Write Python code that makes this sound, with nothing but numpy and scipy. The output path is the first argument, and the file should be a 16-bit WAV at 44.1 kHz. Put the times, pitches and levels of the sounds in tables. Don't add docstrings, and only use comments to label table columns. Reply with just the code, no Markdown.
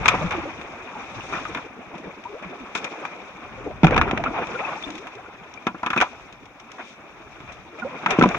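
import sys
import numpy as np
from scipy import signal
from scipy.fft import rfft, irfft, next_fast_len
from scipy.io import wavfile
from scipy.ndimage import uniform_filter1d, map_coordinates

SR = 44100
rng = np.random.default_rng(int(sys.argv[2]) if len(sys.argv) > 2 else 0)


def store_pcm(level_fs):
    pcm = np.round(np.clip(level_fs, -1, 1) * 32767).astype(np.int16)
    wavfile.write(sys.argv[1], SR, np.atleast_2d(pcm).T)


N = 369554


def amp(db):
    return 10 ** (np.asarray(db) / 20)


def unit(x):
    return x / np.sqrt(np.mean(x ** 2) + 1e-20)


def along(points, hz):
    point_hz, value = np.transpose(points)
    return np.interp(np.log(hz + 1), np.log(point_hz + 1), value)


def filtered(x, response):
    size = 2 * next_fast_len(N // 2 + SR // 4)
    spectrum = rfft(x, size) * response(np.fft.rfftfreq(size, 1 / SR))
    return irfft(spectrum, size)[..., :N]


def high_pass(hz, corner_hz):
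    return (1j * hz / (corner_hz + 1j * hz)) ** 2


def low_pass(hz, corner_hz):
    return 1 / (1 + 1j * hz / corner_hz) ** 2


def causal(db):
    cepstrum = irfft(np.log(amp(db)))
    fold = np.r_[1, np.full(len(db) - 2, 2), 1]
    return np.exp(rfft(cepstrum[:len(db)] * fold, len(cepstrum)))


def modes(table, hz):
    ring = sum(amp(db) * 1j * hz * width / (centre ** 2 - hz ** 2 + 1j * hz * width)
               for centre, width, db in table)
    return ring / np.sqrt(np.mean(abs(ring) ** 2))


def patchy(spectrum, patchy_db, hz_bins, frames):
    noise = signal.stft(rng.standard_normal((2, N)), nperseg=512)[2]
    field = uniform_filter1d(rng.standard_normal(noise.shape[1:]), hz_bins, 0)
    field = unit(uniform_filter1d(field, frames, 1))
    pair = signal.istft(noise * amp(patchy_db * field), nperseg=512)[1][:, :N]
    closed = [(1, -120)] + spectrum + [(SR / 2, -120)]
    return unit(filtered(pair, lambda hz: amp(along(closed, hz))))


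def chirps(start, first_hz, last_hz, db, length):
    out = np.zeros((2, N + SR))
    flutter = 1 + 0.38 * unit(uniform_filter1d(rng.standard_normal(N + SR), 70))
    phases = rng.uniform(0, 2 * np.pi, (len(start), 2))
    for s, first, last, level, life, phase in zip(start, first_hz, last_hz, db, length, phases):
        at = round(s * SR)
        u = np.arange(round(life * SR)) / (life * SR)
        turn = 2 * np.pi * life * (first * u + (last - first) * u * u / 2)
        swell = np.sin(np.pi * u ** 0.54) ** 0.81
        tone = swell * np.sin(turn + phase[:, None]) * flutter[at:][:len(u)]
        out[:, at:][:, :len(u)] += amp(level) * tone
    return out[:, :N]


def curves(rows):
    s, *columns = np.transpose(rows)
    return [np.interp(np.arange(N) / SR, s, column) for column in columns]


def levels_db():
    # (time [s], ripple level [dB], fizz level [dB], rumble level [dB])
    open_water = [(0, -31.5, -26, -30), (.5, -36, -30.5, -46), (.88, -38, -31, -59.5),
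                  (1.4, -34, -22, -45.5), (1.58, -37.5, -28, -49.5), (1.7, -40.5, -37, -57.5),
                  (2.3, -40.5, -35, -62), (2.7, -37.5, -32.5, -66), (2.86, -34.5, -28, -72),
                  (3.15, -37.5, -32, -61.5), (3.7, -39.5, -35.5, -43), (4.2, -36, -34, -47),
                  (4.55, -31, -25.5, -61), (4.9, -36, -25.5, -65), (5.2, -41.5, -37, -56),
                  (5.85, -42, -35.5, -57), (6.4, -47.5, -44, -54), (6.75, -42.5, -35.5, -62),
                  (6.88, -45, -27.5, -71), (7, -42, -39, -61.5), (7.5, -44, -34, -48),
                  (7.72, -43.5, -37.5, -60), (8.0, -32, -29.5, -62), (8.38, -29, -25, -40)]
    # (time [s], slosh level [dB], ripple level [dB], fizz level [dB], rumble level [dB])
    surges = [(0, -36, -23.5, -20.5, -43.5), (3.838, -25.5, -23.5, -47, -23.5), (5.9, -47.5, -38, -27, -76),
              (8.12, -41, -31.5, -32.5, -54)]
    # slosh, ripple, fizz, rumble [dB per s]
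    fade_rates = [37.7, 41.5, 40, 51]
    rise_s, hold_s = 0.085, 0.048
    ripple, fizz, rumble = curves(open_water)
    slosh = ripple - 7
    gains, t = amp([slosh, ripple, fizz, rumble]), np.arange(N) / SR
    for s, *peak_db in surges:
        fade_db = np.outer(fade_rates, np.maximum(t - s - rise_s - hold_s, 0))
        rise = np.clip((t - s) / rise_s, 0, 1)
        gains = np.hypot(gains, rise * amp(np.c_[peak_db] - fade_db))
    return 20 * np.log10(gains)


def laps():
    # (time [s], slosh level [dB], ripple level [dB], length [s])
    wavelets = [(0.31, -46, -28, 0.075), (1.325, -45, -29.5, 0.072), (1.558, -39, -31.5, 0.054),
                (1.939, -56, -39.5, 0.049), (2.032, -36, -46, 0.087), (2.422, -65, -35.5, 0.05),
                (3.022, -65, -38, 0.079), (3.641, -32, -82, 0.084), (4.239, -38, -30, 0.05),
                (4.333, -46, -30.5, 0.12), (4.627, -80, -33, 0.15), (6.782, -49.5, -32, 0.051),
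                (7.473, -72, -38, 0.066), (7.78, -48, -44, 0.041), (8.081, -42, -21, 0.095),
                (8.344, -40, -22, 0.015)]
    out = np.zeros((2, N + SR))
    for s, slosh_db, ripple_db, length in wavelets:
        swell = np.sin(np.pi * np.linspace(0, 1, round(length * SR)) ** 0.62)
        out[:, round(s * SR):][:, :len(swell)] += amp([[slosh_db], [ripple_db]]) * swell
    return out[:, :N]


def bubbles(bed_db, low_hz, spread, cycles, count):
    when, size, pitch = rng.random((count, 3)).T
    at = (when * (N - 1)).astype(int)
    hz = low_hz * spread ** pitch
    size_db = -3 * np.log(1 - 0.95 * size)
    return chirps(at / SR, hz, 1.28 * hz, bed_db[at] + size_db, cycles / hz)


def water():
    # (frequency [Hz], relative density [dB per Hz])
    rumble_colour = [(15, -30.5), (35, -1), (80, 1), (140, -1), (300, -15.5)]
    slosh_colour = [(60, -38), (140, -5.5), (300, 2.5), (600, -2.5), (1200, -26)]
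    ripple_colour = [(250, -32), (700, 2), (2800, 1.5), (4200, -8.5), (6000, -8.5)]
    fizz_colour = [(3000, -0.5), (4500, 6.5), (9000, 4.5), (16000, -24)]
    slosh, ripple, fizz, rumble = levels_db()
    lap_slosh, lap_ripple = laps()
    calm_db, chop_depth = -47.5, 0.1747
    slaps = map_coordinates(rng.standard_normal(400), [np.linspace(0, 399, N)])
    chop_db = chop_depth * np.clip(ripple - calm_db, 0, 15) * slaps
    slosh_gain = amp(slosh + chop_db) + lap_slosh
    ripple_gain = amp(ripple + chop_db) + lap_ripple
    wash = amp(rumble) * patchy(rumble_colour, patchy_db=-2.5, hz_bins=2, frames=6)
    wash += slosh_gain * patchy(slosh_colour, patchy_db=4.5, hz_bins=2, frames=4)
    wash += ripple_gain * patchy(ripple_colour, patchy_db=2.0, hz_bins=8, frames=3)
    wash += amp(fizz) * patchy(fizz_colour, patchy_db=2.0, hz_bins=40, frames=3)
    wash += bubbles(1.386 * ripple + 1.2, low_hz=331.8, spread=7.2, cycles=9.1, count=700)
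    wash += bubbles(0.89 * slosh - 10, low_hz=172, spread=4.29, cycles=14.6, count=80)
    wash += bubbles(1.16 * ripple + 3, low_hz=646, spread=7.2, cycles=1.77, count=900)
    wash += bubbles(fizz - 5.5, low_hz=2463, spread=4.2, cycles=20.0, count=250)
    return wash


def gurgles_and_hull_booms():
    # (time [s], first pitch [Hz], last pitch [Hz], level [dB])
    glides = [(0.214, 148.4, 168, -24), (0.239, 185, 164, -21), (0.376, 326, 340, -27.5),
              (.343, 374, 340, -28), (.452, 544, 580, -31), (.47, 329, 303, -34.5), (.721, 560, 780, -35.5),
              (.953, 904, 780, -32.5), (1.162, 117, 102, -35), (1.453, 1264, 1206, -28.5),
              (1.646, 450, 550, -39), (1.766, 410, 530, -41), (1.8, 614, 930, -40), (1.931, 306, 380, -37),
              (2.291, 390, 445, -37), (1.915, 483, 1020, -44), (2.04, 403, 480, -43),
              (2.052, 213, 159, -37), (2.253, 914, 1044, -29), (2.324, 358, 550, -31.5),
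              (2.35, 537, 770, -36.5), (2.448, 195, 165, -33.5), (2.517, 417, 410, -38),
              (2.529, 733, 680, -33.5), (2.602, 288, 180, -35.5), (3.575, 513, 530, -36),
              (3.659, 471, 472, -33.5), (3.662, 281, 280, -33), (3.834, 159, 156, -6),
              (3.93, 1560, 1580, -20), (4.064, 378, 422, -26), (4.094, 1320, 1330, -27),
              (4.195, 678, 685, -24), (4.259, 1263, 1500, -17.5), (4.26, 267, 267, -27.5),
              (4.341, 978, 740, -27), (4.38, 712, 684, -21), (4.403, 506, 487, -28.5),
              (4.541, 465, 540, -31), (4.55, 1446, 1370, -24), (4.612, 664, 955, -28),
              (4.645, 2480, 2650, -21), (4.682, 1080, 1109, -27.5), (4.756, 775, 960, -32),
              (4.836, 3410, 3720, -16), (4.865, 278, 306, -31), (4.898, 304, 317, -33.5),
              (4.939, 295, 335, -35.5), (4.985, 335, 485, -37), (5.045, 605, 870, -38),
              (5.149, 367, 475, -39.5), (5.185, 695, 830, -38.5), (5.257, 1430, 1400, -35.5),
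              (5.57, 2295, 2450, -34.5), (5.974, 2600, 2430, -14.5), (7.753, 424, 506, -41.5),
              (7.784, 630, 630, -35), (7.824, 730, 790, -34), (7.82, 1496, 1340, -23),
              (7.823, 220, 266, -32.5), (7.847, 490, 625, -24), (7.926, 475, 547, -37),
              (8.12, 451, 327, -24.5), (8.187, 342, 256, -18.5), (8.215, 313.6, 223, -19),
              (8.255, 208, 166, -17)]
    s, first_hz, last_hz, db = np.transpose(glides)
    octaves = abs(np.log2(last_hz / first_hz))
    life = 0.027 * (500 / first_hz) ** 0.28
    return chirps(s, first_hz, last_hz, db, life * (1 + 1.2 * octaves))


def spray():
    # (time [s], level before the lift [dB], time to fall 60 dB [s], pitch [Hz])
    drops = [(0.0811, -15, 0.063, 5796), (1.9515, -52, 0.073, 5640), (1.98, -45, 0.056, 5800),
             (2.238, -47, 0.047, 4730), (2.4243, -49, 0.04, 6800), (2.7506, -27.5, 0.1, 5750),
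             (2.7744, -33, 0.078, 5850), (2.8431, -29, 0.051, 6000), (3.052, -48, 0.032, 5520),
             (3.2794, -54, 0.051, 5700), (3.643, -51, 0.064, 6760), (3.8434, -29, 0.053, 5640),
             (3.8648, -44, 0.025, 4570), (4.47, -39, 0.034, 5840), (4.8247, -36, 0.028, 5930),
             (4.9036, -35, 0.029, 5550), (4.954, -38, 0.036, 6140), (4.9794, -39, 0.057, 5270),
             (5.1516, -45, 0.042, 4820), (5.539, -42, 0.036, 5710), (5.7798, -53, 0.04, 5770),
             (6.0126, -19, 0.029, 4590), (6.3253, -44.5, 0.042, 5630), (6.4564, -51, 0.056, 5360),
             (6.5986, -45.5, 0.057, 5630), (6.7178, -38.5, 0.029, 7060), (6.85, -52, 0.04, 6460),
             (7.5205, -44, 0.11, 6600), (7.7882, -48, 0.073, 6200), (7.9882, -49, 0.034, 5960),
             (8.1055, -25, 0.076, 5730), (8.1926, -31, 0.05, 5400), (8.224, -49, 0.025, 5840),
             (8.2893, -30, 0.024, 6070)]
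    lift_db = 28.5
    out, t = np.zeros((2, N + SR)), np.arange(SR // 8) / SR
    for s, db, t60, hz in drops:
        rough = unit(uniform_filter1d(rng.standard_normal((2, len(t))), size=6))
        tick = rough * np.sin(2 * np.pi * hz * t)
        out[:, round(s * SR):][:, :len(t)] += amp(db + lift_db - 60 * t / t60) * tick
    return filtered(out[:, :N], lambda hz: high_pass(hz, 2500))


def knocks(blows, t60, edge_db):
    # (pitch [Hz], width [Hz], relative level [dB])
    hull_modes = [(193, 34, -1), (234.6, 13, 2.5), (306, 66, -1), (490, 470, -20)]
    # (pitch [Hz], relative level [dB], fall time before scaling by t60 [s])
    shell_modes = [(753, -4.5, 0.068), (993, -4.5, 0.069), (1219.6, -10.5, 0.075), (1360, -3, 0.06),
                   (1448, -8, 0.08), (1700, 0, 0.066)]
    mode_hz, mode_db, mode_t60 = np.transpose(shell_modes)[:, :, None]
    t = np.arange(SR // 8) / SR
    burst, shove = np.zeros((3, N + SR)), np.zeros((3, 2, N))
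    ring = np.zeros((2, N + SR))
    slowness = np.array([0.8, 1.3, 0.5])
    quarter_turn = np.array([0, np.pi / 2])[:, None, None]
    for s, db, ring_db, boom_db, spot_hz in blows:
        at, far_path = round(s * SR), [1, rng.normal(0, 0.59)]
        levels = np.array([db + 8.5, boom_db - 12.0, db + edge_db + 33.0])
        burst[:, at:][:, :len(t)] += amp(levels[:, None] - 60 * t / (t60 * slowness[:, None]))
        shove[:, :, at] = amp(levels + [12, 28, 8])[:, None] * far_path
        share_db = mode_db - 22 * abs(np.log2(mode_hz / spot_hz)) + rng.normal(0, 2.06, mode_hz.shape)
        unsteady = uniform_filter1d(rng.standard_normal((len(mode_hz), len(t))), 90)
        chatter = 1 + 0.81 * unit(unsteady)
        swell = 1 - np.exp(-t / 0.0012)
        tones = amp(share_db - 60 * t / (mode_t60 * t60 / 0.066)) * chatter * swell
        sines = np.sin(2 * np.pi * mode_hz * t + quarter_turn)
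        ring[:, at:][:, :len(t)] += amp(ring_db - 0.5) * np.sum(tones * sines, axis=1)
    crack, boom, edge = burst[:, None, :N] * rng.standard_normal((3, 2, N)) + shove
    crack = filtered(crack, lambda hz: high_pass(hz, 1370) * low_pass(hz, 5000))
    edge = filtered(edge, lambda hz: high_pass(hz, 3700))
    boom = filtered(boom, lambda hz: modes(hull_modes, hz) * high_pass(hz, 99) * low_pass(hz, 700))
    return crack + edge + ring[:, :N] + boom


def paddle():
    # (time [s], crack level [dB], shell ring level [dB], hull boom level [dB],
    # favoured ring pitch [Hz])
    paddle_blows = [(.0574, -1.5, -15, -31, 1130), (.0832, 1.5, -7.5, -40, 1310),
                    (.1404, -32, -8.5, -22, 870), (.3084, -12.5, -23, -29, 1500),
                    (.3204, -14.5, -30, -37, 1220), (.613, -22, -46, -53, 1050),
                    (1.324, -21, -12.5, -24, 1110), (1.348, -29, -48, -23, 1280),
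                    (1.452, -18.5, -29, -29, 1230), (1.5478, -12, -45, -60, 1410),
                    (1.5734, -22.5, -22, -32, 1400), (2.7535, -12.5, -16, -15.5, 1470),
                    (2.8453, -18.5, -24, -25, 1080), (3.0512, -16.5, -28, -43, 1020),
                    (5.0699, -21, -46, -52, 1020), (5.668, -8.5, -9, -7.5, 1160),
                    (5.7457, -42, -26, -20.5, 1160), (5.8309, -19, -11, -26.5, 1140),
                    (5.8622, -8.5, -10.5, -19, 1210), (5.903, -8.5, -16, -22.5, 1330),
                    (5.9312, -14, -12, -35, 1350), (5.9625, -14, -10, -11, 1240),
                    (5.976, -7, -43, -16.5, 1250), (6.0027, -7.5, -27, -16.5, 1500),
                    (6.0123, -5.5, -2.5, -47, 1520), (6.0216, -10.5, -6, -69, 910),
                    (6.0397, -24, -20.5, -52, 1030), (7.4033, -28.5, -33, -32, 1310),
                    (7.7971, -24, -41, -35, 1460), (8.108, -9, -10.5, -37, 724),
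                    (8.289, -21, -55, -32, 870)]
    return knocks(paddle_blows, t60=0.079, edge_db=-28)


def rock():
    # (time [s], crack level [dB], shell ring level [dB], hull boom level [dB],
    # favoured ring pitch [Hz])
    rock_blows = [(3.833, -5, -4.5, 2, 905), (3.8437, 0, 5.5, -4, 710), (3.8684, -1.5, -11, -6, 1170),
                  (3.8804, -12, -11, -11, 1280), (3.9086, -10, -19, -9, 700), (3.9437, -10, -27, -21, 990),
                  (3.9636, -3, -4.5, -26, 845), (3.9778, 1.5, -4.5, -9.5, 694),
                  (3.9895, -23, -6.5, -38, 1620), (4.0138, 0, -14, -43, 1520),
                  (4.0763, -38, -11, -25, 1325), (4.1116, -5.5, -10.5, -28, 800),
                  (4.1321, -47, -22, -6.5, 1120), (4.1752, -7, -11, -37, 760),
                  (4.2385, -7.5, -14.5, -33, 770), (8.0612, -1.5, -2, -16, 1350),
                  (8.1872, -10.5, -14, 4.5, 835), (8.2112, -10.5, 0.5, 1.5, 1400),
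                  (8.2245, 0.5, -12, 0, 1040), (8.2362, -2.5, 0.5, -1, 990), (8.2583, -12, -14, -1, 1230),
                  (8.3438, -23, -12.5, -42, 1220)]
    return knocks(rock_blows, t60=0.041, edge_db=-42)


def scene():
    # (frequency [Hz], likeness [-1 to 1])
    likeness = [(50, 0.32), (170, 0.92), (1300, 0.76), (2000, 0.23), (2900, -0.51), (4200, -0.16),
                (6000, -0.15), (7000, 0.42), (11000, 0.071)]
    paths = water() + gurgles_and_hull_booms() + spray() + paddle() + rock()

    def blend(hz):
        angle = np.arccos(np.clip(along(likeness, hz), -1, 1)) / 2
        return np.array([np.cos(angle), np.sin(angle)])

    mid, side = filtered(paths, blend)
    return np.array([mid + side, mid - side])


def record(dry):
    # (frequency [Hz], level [dB])
    case_left = [(1300, 0), (1600, -5), (2000, -6.5), (2450, 3), (2950, -16), (3250, -13), (3600, -9),
                 (4300, -29.5), (4800, -28), (5850, -18), (6700, -27.5), (7700, -35.5), (9600, -43.5),
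                 (15000, -50)]
    case_right = [(1300, -0.5), (1600, -6), (1900, -9), (2300, -5), (2650, -8.5), (3300, -15), (3600, -18),
                  (4300, -27.5), (4800, -27), (5700, -30.5), (6700, -26.5), (7700, -41.5), (9600, -42.5),
                  (15000, -49)]
    top_hz = 15800
    cased = filtered(dry, lambda hz: np.array([causal(along(case_left, hz)),
                                               causal(along(case_right, hz))]))
    cased = cased + amp(-75) * rng.standard_normal(dry.shape)
    rounded = cased / (1 + abs(cased) ** 6) ** (1 / 6)
    return filtered(rounded, lambda hz: hz < top_hz)


dry = scene()
out = record(dry)
store_pcm(out)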